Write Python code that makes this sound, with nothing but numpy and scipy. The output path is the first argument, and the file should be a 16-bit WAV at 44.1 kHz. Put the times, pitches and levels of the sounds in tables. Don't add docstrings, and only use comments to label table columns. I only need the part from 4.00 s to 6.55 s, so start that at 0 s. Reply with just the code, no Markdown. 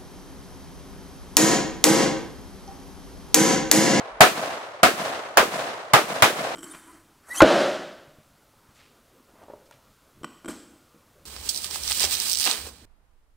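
import sys
import numpy as np
from scipy import signal
from scipy.fft import rfft, irfft
from scipy.io import wavfile
from scipy.ndimage import uniform_filter1d

SR = 44100
rng = np.random.default_rng(int(sys.argv[2]) if len(sys.argv) > 2 else 0)


def volts_from_decibels(level):
    exponent = np.asarray(level, float) / 20
    return 10 ** exponent


def generate_wav(signal):
    frames = np.transpose(np.atleast_2d(signal))
    scaled = np.clip(frames, -1, 1) * 32767
    pcm = np.round(scaled).astype(np.int16)
    wavfile.write(sys.argv[1], SR, pcm)


N = 112454

# frequency in Hz, likeness (1 is mono).
OPEN_LIKENESS = [(60, 0.28), (130, 1), (640, 0.78), (1400, 0.017), (3000, 0.022)]
ECHO_GRAIN_DB = 2


def read(table, hz):
    a = np.array(table, float)
    return np.interp(np.log(hz), np.log(a[:, 0]), a[:, 1])


def grains(n, spread_db):
    size_db = spread_db * np.minimum(rng.exponential(size=(2, n)), 4)
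    x = rng.standard_normal((2, n)) * volts_from_decibels(size_db)
    return x / x.std()


def coloured(n, spectra, colour, like, shape):
    # frequency in Hz, gain in dB.
    mic_tone = [(20, -20), (45, -14), (100, 1), (5500, -0.5), (9500, 1.5), (13000, 1.5)]
    bands_hz = 30 * 2 ** np.arange(0, 9.6, .5)
    f = np.arange(n // 2 + 1) * SR / n + 1e-9
    octave = np.log2(f)
    tone = volts_from_decibels(read(colour, f) + read(mic_tone, f))
    out = 0
    for hz in bands_hz:
        mask = np.cos(np.pi * np.clip(octave - np.log2(hz), -.5, .5)) ** 2
        mid, side = irfft(spectra(hz) * mask * tone, n) * shape(hz)
        c = np.clip(read(like, hz), -1, 1)
        out = out + np.sqrt((1 + c) / 2) * mid
        out = out + np.sqrt((1 - c) / 2) * side * np.array([[1], [-1]])
    return out


def fade(t, t60):
    return volts_from_decibels(-60 * np.maximum(t, 0) / t60)


def walk(n, rate):
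    k = max(int(SR / rate), 1)
    w = uniform_filter1d(uniform_filter1d(rng.standard_normal(n), k), k)
    return w / w.std()


def blast(t, colour, lead_s):
    # frequency in Hz, time to fall 60 dB in seconds.
    near_decay = [(60, 0.061), (150, 0.15), (300, 0.32), (450, 0.29), (800, 0.17), (2000, .24), (6000, 0.3),
                  (14000, 0.33)]
    # frequency in Hz, likeness.
    near_likeness = [(40, -.3), (120, .2), (250, .3), (640, .68), (1100, .4), (2000, .1), (4000, .02)]
    grain_db, lead_db, attack_s, hold_s = 1.5, -5.5, 0.00024, 0.0078
    crack_db, crack_s = 10, 0.0034
    post_count, snap_db, snap_span_s, snap_s = 6, 9, .009, .0005

    stream = rfft(grains(len(t), grain_db))
    u = t - lead_s
    posts = snap_span_s * rng.exponential(size=post_count)
    snaps = np.minimum(sum(np.exp(-((u - p) / snap_s) ** 2) for p in posts), 1)
    bright_db = crack_db * np.exp(-np.abs(u) / crack_s) + snap_db * snaps

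    def shape(hz):
        lead = volts_from_decibels(lead_db) * np.minimum(t / lead_s, 1) * (hz < 1100)
        rise = np.maximum(np.clip(u / attack_s, 0, 1), lead)
        crack = volts_from_decibels(bright_db * np.clip(np.log2(hz / 1800) / 3.5, 0, 1))
        return rise * fade(u - hold_s, read(near_decay, hz)) * crack

    y = coloured(len(t), lambda hz: stream, colour, near_likeness, shape)
    return y / y[:, :int(.03 * SR)].std()


def thump(t, hz, db):
    turns, side_rad = 1.3, 1.5
    x = np.sin(2 * np.pi * hz * t + side_rad * np.array([[.5], [-.5]]))
    return volts_from_decibels(db) * x * np.exp(-t * hz / turns) * np.minimum(t * hz / 0.52, 1)


def trunks(t):
    # delay in seconds, level in dB.
    trunk_echoes = [(.1524, -31), (.1633, -26), (.1714, -25), (.186, -24), (.1946, -28), (.2085, -28),
                    (.2177, -21), (.2288, -19), (.2375, -26), (.2431, -26), (.2515, -25), (.2592, -28),
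                    (.2855, -24), (.2958, -28), (.3069, -31), (.3284, -28), (.3437, -31), (.3644, -32),
                    (.4352, -33)]
    # delay in seconds, frequency in Hz, level in dB.
    bank_booms = [
        (0.031, 230, -22.5),
        (.058, 420, -14),
        (.083, 360, -23.5),
        (0.109, 195, -32.5),
        (.152, 205, -40),
        (.172, 194, -39.5),
        (.192, 184, -31.5),
        (0.238, 136, -48),
        (0.264, 196, -45),
        (.325, 110, -47),
    ]
    blip_hz, rise_s, fall_s, overtone_db = 640, .0009, .0017, -10
    scatter_db, detune, boom_turns = 1.2, .05, 0.82

    delay, db = np.array(trunk_echoes).T[:, :, None]
    luck = rng.standard_normal((len(delay), 3)).T[:, :, None]
    t = t[:int(.5 * SR)]
    u = t - delay
    turn = 2 * np.pi * blip_hz * (1 + detune * luck[0]) * u
    env = np.exp(-(u / np.where(u < 0, rise_s, fall_s)) ** 2 / 2)
    overtone = volts_from_decibels(overtone_db) * env * np.cos(2.36 * turn + luck[2])
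    blip = env * (np.cos(turn) + overtone)
    out = (blip * volts_from_decibels(db + scatter_db * luck[1])).sum(0)
    for start, hz, boom_db in bank_booms:
        v = (t - start) * hz
        out = out + volts_from_decibels(boom_db) * np.exp(-(v / boom_turns) ** 2) * np.cos(2 * np.pi * v)
    return out


def grove_lift(t):
    # delay in seconds, length in seconds, lift in dB.
    groves = [
        (0.167, 0.0088, 4),
        (0.202, 0.002, -9.5),
        (0.233, 0.018, 5),
        (0.26, 0.013, 1),
        (0.272, 0.0071, 4.5),
        (0.334, 0.045, 3),
        (0.44, 0.011, 1),
    ]
    lift = 2.6 * np.tanh(walk(len(t), 160))
    for delay, length, db in groves:
        lift = lift + db * np.exp(-((t - delay) / length) ** 2)
    return lift


def woods(t, fixed, clumps):
    # frequency in Hz, level in dB per Hz.
    far_colour = [(24, -67), (40, -69), (85, -20.5), (382, -11.5), (585, -6), (896, -9), (1070, -7),
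                  (8990, -27), (16000, -38)]
    # frequency in Hz, time to fall 60 dB in seconds.
    far_decay = [(60, 2), (180, 0.74), (400, 1.93), (700, 2.52), (2000, 1.62), (5000, 1.29), (10000, 0.87),
                 (15000, 0.73)]
    # frequency in Hz, share of the echo.
    repeated = [(200, 0.68), (650, 0.95), (2000, 0.6), (5000, 0.013)]
    # frequency in Hz, share of the lift and flutter.
    clumping = [(150, 0.72), (650, 1.1), (1500, 0.48), (4000, 1.14), (10000, 0.067)]
    bank_s, bank_rise_s, bank_hold_s, gap_db = 0.14, 0.01, 0.068, -5

    fresh = rfft(grains(len(t), ECHO_GRAIN_DB))
    before_bank = 1 - np.clip((t - bank_s) / bank_rise_s, 0, 1)
    rise = volts_from_decibels(gap_db * before_bank) * np.minimum(t / 0.0074, 1)

    def mixed(hz):
        share = np.clip(read(repeated, hz), 0, 1)
        return np.sqrt(share) * fixed + np.sqrt(1 - share) * fresh

    def shape(hz):
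        fall = fade(t - bank_s - bank_hold_s, read(far_decay, hz))
        return rise * fall * volts_from_decibels(read(clumping, hz) * clumps)

    y = coloured(len(t), mixed, far_colour, OPEN_LIKENESS, shape)
    return y / y[:, int(.18 * SR):int(.3 * SR)].std()


def air():
    # frequency in Hz, level in dB per Hz.
    hush_colour = [(30, -2), (100, 4), (400, 1), (2000, 5), (6000, -32), (16000, -56)]
    n = N + N % 2
    stream = rfft(grains(n, 0))
    y = coloured(n, lambda hz: stream, hush_colour, OPEN_LIKENESS, lambda hz: 1)[:, :N]
    return volts_from_decibels(-54) * y / y.std()


def knock(t):
    at_s, length_s, hz = 0.145, 0.035, 43.4
    return volts_from_decibels(-49) * np.exp(-((t - at_s) / length_s) ** 2) * np.sin(2 * np.pi * hz * t)


def insect(t):
    start_hz, rise_hz_per_s, waver_hz = 9300, 4500, 60
    at_s, length_s = .12, 0.17
    hz = start_hz + rise_hz_per_s * t + waver_hz * walk(len(t), 300)
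    trill = np.sin(2 * np.pi * np.cumsum(hz) / SR)
    return volts_from_decibels(-75) * np.exp(-((t - at_s) / length_s) ** 2) * trill


def add(out, x, at):
    i = int(round(at * SR))
    a = max(i, 0)
    b = max(min(i + x.shape[-1], N), a)
    out[:, a:b] += x[..., a - i:b - i]


def scene():
    # start in seconds, near scatter in dB, far echo in dB, thump in Hz, thump in dB.
    shots = [
        (-.58, -12, -24, 100, -25),
        (0.2067, -4, -29.5, 62, -29),
        (0.8315, -8.5, -29, 69.5, -26),
        (1.3718, -9, -29.5, 49, -29.5),
        (1.935, -8.5, -30, 136.1, -9),
        (2.2223, -9.5, -29.5, 118.5, -13),
    ]
    # frequency in Hz, level in dB per Hz.
    blast_colours = [
        [(24, -35), (40, -34.5), (427, -10), (686, -2), (859, -16.5), (1310, -5), (9650, -19), (15500, -33)],
        [(24, -60), (40, -9), (301, -15.5), (496, -12.5), (704, -1.5), (926, -11.5), (1310, -6), (15500, -37.5)],
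        [(24, -31), (40, -14), (350, -13), (427, -13.5), (686, 0.5), (859, -10.5), (1310, -4), (15500, -35.5)],
        [(24, -50), (40, -22), (273, -15), (461, -3.5), (817, -1.5), (1100, 0.5), (1600, -3.5), (15500, -33)],
        [(24, -55), (40, -48), (797, -1.5), (926, -4.5), (1220, -1), (1730, -9.5), (2010, -10), (15500, -37)],
        [(24, -52), (40, -20), (300, -15.5), (620, -2.5), (1250, -2.5), (3200, -10.5), (5000, -18),
         (15500, -31)],
    ]
    echo_lags = [0, .0025, 0, .0013, .0005, 0]
    ring_s, lead_s = 1.3, 0.0029

    t = np.arange(2 * int(ring_s * SR / 2)) / SR
    whole = np.arange(N) / SR
    out = air() + knock(whole) + insect(whole)
    fixed = rfft(grains(len(t), ECHO_GRAIN_DB))
    clumps = grove_lift(t)
    for (at, near_db, far_db, hz, low_db), colour, lag in zip(shots, blast_colours, echo_lags):
        add(out, volts_from_decibels(near_db) * blast(t, colour, lead_s), at - lead_s)
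        add(out, thump(t, hz, low_db), at)
        add(out, volts_from_decibels(far_db) * woods(t, fixed, clumps), at + lag)
        add(out, volts_from_decibels(far_db + 28.5) * trunks(t), at + lag)
    return out


def band_limit(x):
    return signal.sosfilt(signal.butter(12, 16530, fs=SR, output="sos"), x)


def record(dry):
    top_hz, bottom_hz, knee = 15750, 38, 8.0
    x = signal.sosfilt(signal.ellip(8, .3, 60, top_hz, fs=SR, output="sos"), dry)
    x = signal.sosfilt(signal.butter(2, bottom_hz, "high", fs=SR, output="sos"), x)
    flattened = x / (1 + np.abs(x) ** knee) ** (1 / knee)
    return band_limit(flattened)


dry = scene()
out = record(dry)
generate_wav(out)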